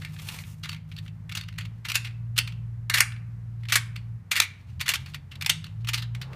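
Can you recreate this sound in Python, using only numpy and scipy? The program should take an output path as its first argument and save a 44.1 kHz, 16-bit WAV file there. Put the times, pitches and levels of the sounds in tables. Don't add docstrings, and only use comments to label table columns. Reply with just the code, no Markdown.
import sys
import numpy as np
from scipy import signal
from scipy.fft import rfft, irfft
from scipy.io import wavfile
from scipy.ndimage import uniform_filter1d

SR = 44100
rng = np.random.default_rng(int(sys.argv[2]) if len(sys.argv) > 2 else 0)


def pcm_store(signal):
    levels = np.round(np.clip(np.atleast_2d(signal), -1, 1) * 32767)
    wavfile.write(sys.argv[1], SR, levels.astype(np.int16).T)


def magnitude_from_level(level_db):
    exponent = np.asarray(level_db, float) / 20
    return 10 ** exponent


N = 280035

# f/Hz, level/dB
MOTOR_LINES = [(95.5, -48.5)]
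# f/Hz, level per Hz/dB
AIR_SPECTRUM = [(120, -26), (200, -6.5), (350, -14.5), (550, -18.5), (1000, -18), (2000, -21),
                (3200, -32.5), (5000, -34.5), (10000, -40.5), (14500, -42), (16000, -56.5)]
AIR_DB = -63.5

# t/s, firing rate/Hz, load/dB
ENGINE_COURSE = [(0, 51.41, 0.5), (1.1, 52.93, 2), (1.45, 54.21, 0), (1.68, 55.27, 4), (1.85, 57.32, -6.5),
                 (2.3, 57.86, 1.5), (3.3, 57.68, -3), (4.16, 57.16, -0.5), (4.25, 55.98, -16),
                 (4.68, 38.25, -1), (4.85, 44.78, -3.5), (4.98, 40.55, -2.5), (5.12, 49.83, 2.5),
                 (5.32, 41.98, -2.5), (5.48, 52.36, 1.5), (5.72, 53.26, 3), (5.86, 58.72, 1),
                 (6.16, 58.5, 2), (6.23, 65.1, -4.5)]
# t/s, depth/dB, width/s
CLUTCH_LULLS = [
    (4.579, -18.5, 0.13),
    (4.91, -12, 0.066),
    (5.08, -5.5, 0.043),
    (5.29, -13, 0.078),
    (5.67, -4.5, 0.059),
]
# f/Hz, level/dB
WALL_TRANSMISSION = [(42, -58.5), (52, -60), (58, -48.5), (85, -35), (104, -45), (116, -33.5), (152, -41.5),
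                     (173, -56)]
# order/quarters of the firing rate, level/dB
CYLINDER_LINES = [(5, -5.5), (6, -4), (7, -1.5), (9, -6), (10, -4.5), (11, -2), (14, -12), (16, -19)]
UNEVEN_DB, UNEVEN_PER_DB, UNEVEN_PER_HZ = -52.5, 0.5, -0.18
# f/Hz, level per Hz/dB
RUMBLE_SPECTRUM = [(20, -17), (40, -8.5), (65, -13.5), (100, -5), (160, 5.5), (210, -6.5), (300, -26),
                   (450, -55.5)]
RUMBLE_DB = -49
# t/s, level/dB
TYRE_ROAR = [
    (0, -72),
    (.45, -82),
    (.7, -77.5),
    (5.8, -75.5),
    (6.1, -67),
    (6.35, -53),
]

# f/Hz, t60/s
ROOM_DECAY = [(500, 0.26), (1000, 0.45), (2000, 0.47), (4000, 0.32), (8000, 0.27), (13000, 0.16)]
ROOM_DB = -10
SCATTER_PER_S, STRAIGHT = 900, 0.38

# f/Hz, t60/s, level/dB
TRAY_MODES = [(1141.7, 0.0037, 5), (1446, 0.0083, -3.5), (1830, 0.038, -10.5), (2050, 0.11, 0.5),
              (2350, 0.031, -8), (2876, 0.031, -4.5), (3550, 0.0052, -6.5), (4140, 0.0087, -2),
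              (4470, 0.08, 2.5)]
# f/Hz, level per Hz/dB
CONTACT_SPECTRUM = [(150, -52.5), (260, -40), (750, -25.5), (1100, -2.5), (1700, -2.5), (2500, 5.5),
                    (4200, 2), (5200, -0.5), (8000, -7), (13700, -10), (16000, -14.5)]
# t/s, peak level/dB, brightness/dB, 20 dB swell/s, 20 dB fade/s
SLIDE_STROKES = [(.025, -48.5, 0, 0.062, 0.23), (.2, -55.5, 8.5, 0.31, 0.36), (.34, -47.5, 3, 0.12, 0.12),
                 (.5, -64.5, 9.5, 0.25, 0.15), (.72, -62, 8, 0.15, 0.048), (1.02, -56.5, 3, 0.11, 0.11),
                 (1.52, -71, -9, 0.17, .35), (1.999, -69.5, 6, 0.29, .22), (2.48, -61.5, -0.5, .1, 0.11),
                 (3.821, -57.5, -2, 0.24, 0.098), (4.66, -70, -4, .3, .2), (4.97, -55.5, -2.5, 0.28, 0.2),
                 (5.09, -59, 1, 0.14, 0.072), (5.62, -80, -3, .18, 0.18), (6.04, -61, -12, .3, 0.036),
                 (6.33, -66, 0, 0.24, .2)]

# t/s, peak level/dB, hollow note f/Hz, rise/ms, fall/ms
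HARD_SET_DOWNS = [(1.9006, -26.5, 2768, 1.9, 5.1), (1.919, -24.5, 2330, 1.2, 2.3),
                  (1.9502, -27, 2795, 5, 5.3), (1.955, -16, 2598, .4, 3.9),
                  (2.3787, -18.5, 4060, 0.26, 6.3), (2.3884, -14.5, 2305, 2.1, 2.2),
                  (2.8997, -19.5, 1630, 1.1, 2.3), (2.9449, -16, 1830, 4.3, 6.5),
                  (2.9576, -23.5, 1807, 3.4, 8.5), (2.9842, -20, 2555, 2.5, 4),
                  (3.0068, -6.5, 2000, 1.4, 1.4), (3.7231, -17.5, 2210, 0.78, 9),
                  (3.7294, -25.5, 1890, 5.5, 1.4), (3.7389, -25, 2156, 4.6, 5.9),
                  (3.7482, -24.5, 2150, 5.3, 1.9), (3.7565, -12.5, 1905, .67, 6.4),
                  (4.3175, -18, 2350, 3, 6.9), (4.3639, -20, 2007, 1.1, 11), (4.4027, -8.5, 3980, 1.7, 1.3),
                  (4.8899, -16.5, 3140, 0.44, 6.9), (4.938, -21.5, 2470, .6, 8.1),
                  (5.463, -19, 2900, 1.3, 3), (5.4952, -20.5, 3180, 0.33, 3.6),
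                  (5.4997, -14, 3620, 2.7, 1.8)]
# t/s, peak level/dB, hollow note f/Hz, fall/ms
EDGE_TAPS = [(.0499, -32.5, 2140, 1.8), (.19, -42.5, 2330, 5.6), (.2883, -29.5, 2600, 2.4),
             (.389, -36, 2100, 2.6), (.4384, -44, 2300, 3.2), (.6574, -37, 1260, 2.7),
             (.7184, -40, 2760, 3.1), (.7475, -40.5, 2210, 1.3), (1.2951, -37.5, 2210, 4.1),
             (1.3169, -41, 2800, 2.5), (1.352, -28, 2830, 7.3), (1.412, -34.5, 4450, 2.2),
             (1.6105, -38, 2600, 2.1), (1.8871, -30.5, 3200, 6.1), (2.0731, -40, 2470, 5.6),
             (2.4761, -35, 2620, 3.9), (3.6877, -33, 2620, 3.8), (4.8055, -31, 2240, 2.9),
             (4.8121, -25, 2220, 6), (4.8818, -21.5, 1900, 1.6), (4.918, -26.5, 1900, 2.9),
             (5.146, -32, 2380, 5.6), (5.4126, -31, 2420, 3.7), (5.4234, -27.5, 2640, 3.9),
             (5.4477, -34, 2230, 3.1), (5.643, -37, 4260, 3.4), (5.8885, -24.5, 2980, 5.9),
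             (5.9346, -25.5, 2600, 15), (6.1505, -37, 2400, 2.9), (6.2163, -36, 4650, 5.3)]
# t/s, peak level/dB, hollow note f/Hz, fall/ms
GLANCING_SCUFFS = [(0.0207, -40.5, 1660, 6), (.6386, -35.5, 4420, 2), (0.6478, -37, 2060, 1.6),
                   (.6956, -29.5, 3000, 1.6), (.7315, -37.5, 2580, 3.8), (0.9887, -38, 4300, 3.9),
                   (1.3254, -34.5, 2740, 1.6), (1.3758, -29, 4580, 3.1), (1.4888, -39.5, 3020, 2.1),
                   (1.588, -31, 2105, 1.5), (1.6561, -41, 2720, 4), (1.8542, -32.5, 2230, 7.1),
                   (2.0493, -35.5, 2600, 8.9), (2.3677, -35, 3030, 17), (2.9749, -21, 1830, 19),
                   (3.6993, -32, 2270, 19), (3.965, -35.5, 2660, 0.96), (4.3591, -24.5, 2020, 0.52),
                   (4.3784, -27.5, 2500, 5.1), (4.42, -24, 2300, 17), (4.8641, -32.5, 2460, 8.8),
                   (4.903, -30, 2850, 4.4), (4.959, -25.5, 3670, 1.2), (5.3189, -42.5, 2680, 8.3),
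                   (5.6695, -43.5, 2800, 1), (5.883, -35, 3000, 2.5), (5.9451, -23.5, 4020, 4.8),
                   (5.9802, -31.5, 4680, 10.3), (5.9963, -47, 4500, .6), (6.0256, -34.5, 4720, 5)]
# t/s, peak level/dB, hollow note f/Hz
NEIGHBOUR_TICKS = [(.0858, -54, 1830), (.165, -46, 1660), (.1989, -44, 2960), (.2363, -54, 2250),
                   (.7655, -48, 2360), (.9176, -44, 2250), (.9235, -48, 3210), (.9667, -41.5, 4670),
                   (.9797, -46, 4800), (1.0638, -49, 1650), (1.0809, -46, 3100), (1.4376, -44, 2320),
                   (1.5277, -50, 2110), (1.5405, -55, 2960), (1.5624, -55.5, 2260), (1.6208, -46.5, 4530),
                   (2.1095, -52.5, 2110), (2.5241, -45.5, 2980), (3.1222, -43, 2350), (3.1641, -49, 1960),
                   (3.6362, -48, 2090), (3.6558, -43.5, 1890), (4.7983, -41, 3570), (5.0623, -42.5, 2800),
                   (5.071, -49, 2190), (5.1386, -45, 2980), (5.3569, -43, 4080), (5.8486, -42, 2760),
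                   (5.874, -34, 2670), (6.3334, -44.5, 2520)]
TAP_RISE_MS, SCUFF_RISE_MS, TICK_RISE_MS, TICK_FALL_MS = 1.3, 3.9, 1.8, 2.7
BRIGHT_DB, BRIGHT_PER_DB = -19, 0.404
SOFT_DB, HARD_DB = -45.5, -13.5
SHARED_NOTE_DB, SHARED_SPAN = 12.5, 0.035


def unit(x):
    return x / np.sqrt(np.mean(x ** 2))


def colour(x, points, tilt_db=0.):
    hz = np.maximum(np.fft.rfftfreq(len(x), 1 / SR), 1)
    f, db = np.transpose(points)
    lift = tilt_db * np.clip(np.log2(hz / 3500), 0, 1)
    gain = magnitude_from_level(np.interp(np.log(hz), np.log(f), db) + lift)
    return irfft(rfft(x) * gain, len(x))


def ring(hz, t60, db, size=4096):
    t = np.arange(size)[:, None] / SR
    fall = np.log(1000) / np.asarray(t60)
    modes = np.exp(-fall * t) * np.sin(2 * np.pi * np.asarray(hz) * t)
    return (magnitude_from_level(db) * np.sqrt(fall / 200) * modes).sum(axis=1)


def walk(rate):
    k = int(SR / rate)
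    held = np.repeat(rng.standard_normal(N // k + 1), k)
    return unit(uniform_filter1d(uniform_filter1d(held, k), k)[:N])


def curves(table):
    s, *columns = np.transpose(table)
    return [np.interp(np.arange(N) / SR, s, c) for c in columns]


def air_conditioner():
    hum = 0
    for hz, db in MOTOR_LINES:
        phase = 2 * np.pi * np.cumsum(hz + 0.3 * walk(2.5)) / SR
        hum = hum + magnitude_from_level(db + 1.2 * walk(3)) * np.sin(phase)
    hiss = unit(colour(rng.standard_normal(N), AIR_SPECTRUM))
    return np.sqrt(2) * hum + hiss * magnitude_from_level(AIR_DB + 1.1 * walk(6.2))


def engine_load():
    hz, load_db = curves(ENGINE_COURSE)
    t = np.arange(N) / SR
    for s, db, width in CLUTCH_LULLS:
        load_db = load_db + db * np.exp(-((t - s) / width) ** 2)
    return hz, load_db


def engine():
    hz, load_db = engine_load()
    turn = 2 * np.pi * np.cumsum(hz) / SR
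    wall_hz, wall_db = np.transpose(WALL_TRANSMISSION)
    drone = 0
    for k in range(1, 4):
        db = load_db + np.interp(np.log(k * hz), np.log(wall_hz), wall_db)
        drone = drone + magnitude_from_level(db + 1.4 * walk(12)) * np.sin(k * turn)
    uneven_db = UNEVEN_DB + UNEVEN_PER_DB * load_db + UNEVEN_PER_HZ * (hz - 53)
    for quarters, db in CYLINDER_LINES:
        phase = quarters / 4 * turn + 6 * rng.random()
        drone = drone + magnitude_from_level(uneven_db + db + 0.52 * walk(9.9)) * np.sin(phase)
    rumble = unit(colour(rng.standard_normal(N), RUMBLE_SPECTRUM))
    rumble = rumble * magnitude_from_level(RUMBLE_DB + 0.6 * (uneven_db + 52))
    window = signal.butter(2, [300, 1300], "band", fs=SR, output="sos")
    roar = unit(signal.sosfilt(window, rng.standard_normal(N)))
    return np.sqrt(2) * drone + rumble + roar * magnitude_from_level(curves(TYRE_ROAR)[0] + 3.7 * walk(12))


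def room(x):
    t, tail = np.arange(SR // 2) / SR, 0
    for hz, t60 in ROOM_DECAY:
        band = signal.butter(2, [hz / 1.38, min(hz * 1.344, 20000)], "band", fs=SR, output="sos")
        walls = magnitude_from_level(-60 * t / t60)
        bedding = 4 * magnitude_from_level(4.0 - 60 * t / (0.19 * t60))
        tail = tail + signal.sosfilt(band, rng.standard_normal(len(t))) * (walls + bedding)
    tail = tail * (1 - np.exp(-t / 0.004))
    scattered = x * unit(STRAIGHT + walk(SCATTER_PER_S))
    return signal.fftconvolve(scattered, tail / np.sqrt(np.sum(tail ** 2)))[:N]


def strokes():
    t, body, top = np.arange(N) / SR, 0, 0
    for s, db, bright_db, swell, fade in SLIDE_STROKES:
        gain = magnitude_from_level(db - 20 * np.where(t < s, (s - t) / swell, (t - s) / fade))
        body = body + gain
        top = top + gain * magnitude_from_level(bright_db)
    return body, top


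def slide():
    slip_db = 2.2 * rng.exponential(size=N) + 4.5 * walk(45) + 2.5 * walk(250)
    slips = rng.standard_normal(N) * magnitude_from_level(slip_db)
    rasp = unit(colour(slips, CONTACT_SPECTRUM))
    top = signal.sosfilt(signal.butter(2, 6000, "high", fs=SR, output="sos"), rasp)
    tray = unit(signal.fftconvolve(slips, ring(*np.transpose(TRAY_MODES)))[:N])
    body_gain, top_gain = strokes()
    return body_gain * (rasp - top + magnitude_from_level(-7.5) * tray) + top_gain * top


def blows():
    rows = list(HARD_SET_DOWNS)
    rows += [(s, db, hz, TAP_RISE_MS, fall) for s, db, hz, fall in EDGE_TAPS]
    rows += [(s, db, hz, SCUFF_RISE_MS, fall) for s, db, hz, fall in GLANCING_SCUFFS]
    rows += [(s, db, hz, TICK_RISE_MS, TICK_FALL_MS) for s, db, hz in NEIGHBOUR_TICKS]
    out = []
    for s, db, hz, rise, fall in rows:
        bright_db = BRIGHT_DB + BRIGHT_PER_DB * (np.clip(db, SOFT_DB, HARD_DB) - SOFT_DB)
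        out.append((s, db, hz, bright_db, rise, fall))
    return out


def edge_chatter(rise_ms, fall_ms):
    t = (np.arange(2048) - 512) / SR
    length = np.where(t < 0, np.minimum(rise_ms, 6), 0.97 * fall_ms)
    length = np.clip(length, 0.3, 12) / 1000
    envelope = magnitude_from_level(-6 * np.abs(t / length) ** np.where(t < 0, 1.9, 1.1))
    return rng.standard_normal(2048) * magnitude_from_level(1.5 * rng.exponential(size=2048)) * envelope


def piece_and_tray(note_hz):
    piece = ring(note_hz * np.array([0.9, 1, 1.09]), [0.011, 0.015, 0.011], [-1.5, 1.5, -1.5])
    tray_hz, tray_t60, tray_db = np.transpose(TRAY_MODES)
    shared_db = SHARED_NOTE_DB * np.exp(-(np.log(tray_hz / note_hz) / SHARED_SPAN) ** 2)
    detune, reach = rng.standard_normal((2, len(TRAY_MODES)))
    tray = ring(tray_hz * (1 + 0.01 * detune), tray_t60, tray_db + shared_db + 3 * reach - 7)
    return piece + tray


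def knocks():
    out = np.zeros(N + 8192)
    thin = signal.butter(3, 1100, "high", fs=SR, output="sos")
    lap = ring([340, 560], [0.025, 0.025], [-1.5, -2.5])
    for s, db, note_hz, bright_db, rise_ms, fall_ms in blows():
        chatter = edge_chatter(rise_ms, fall_ms)
        size = np.sqrt(np.clip(note_hz, 1700, 3200) / 2400)
        spectrum = np.multiply(CONTACT_SPECTRUM, [size, 1])
        crack = colour(np.pad(chatter, (0, 2048)), spectrum, bright_db + 11)
        notes = signal.fftconvolve(chatter, piece_and_tray(note_hz))[:4096]
        notes = signal.sosfilt(thin, notes)
        thud = signal.fftconvolve(chatter, lap)[:4096]
        hit = unit(crack) + magnitude_from_level(-6.5) * unit(notes) + magnitude_from_level(-31.5) * unit(thud)
        power = uniform_filter1d(hit ** 2, size=110)
        at = int(s * SR)
        out[at:at + 4096] += hit / np.sqrt(power.max()) * magnitude_from_level(db + 1.0)
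    return out[512:N + 512]


def scene():
    play = knocks() + slide()
    mix = play + magnitude_from_level(ROOM_DB) * room(play) + engine() + air_conditioner()
    return mix[None]


def band_limit(x):
    return signal.sosfilt(signal.butter(12, 16480, fs=SR, output="sos"), x)


def record(dry):
    shelf = signal.ellip(8, 0.1, 40, 15250, fs=SR, output="sos")
    edge = signal.ellip(8, 0.2, 70, 16500, fs=SR, output="sos")
    x = np.tanh(1.2 * dry) / 1.2
    x = signal.sosfiltfilt(shelf, x) + magnitude_from_level(-30.5) * x
    mix = signal.sosfiltfilt(edge, x)
    return band_limit(mix)


dry = scene()
out = record(dry)
pcm_store(out)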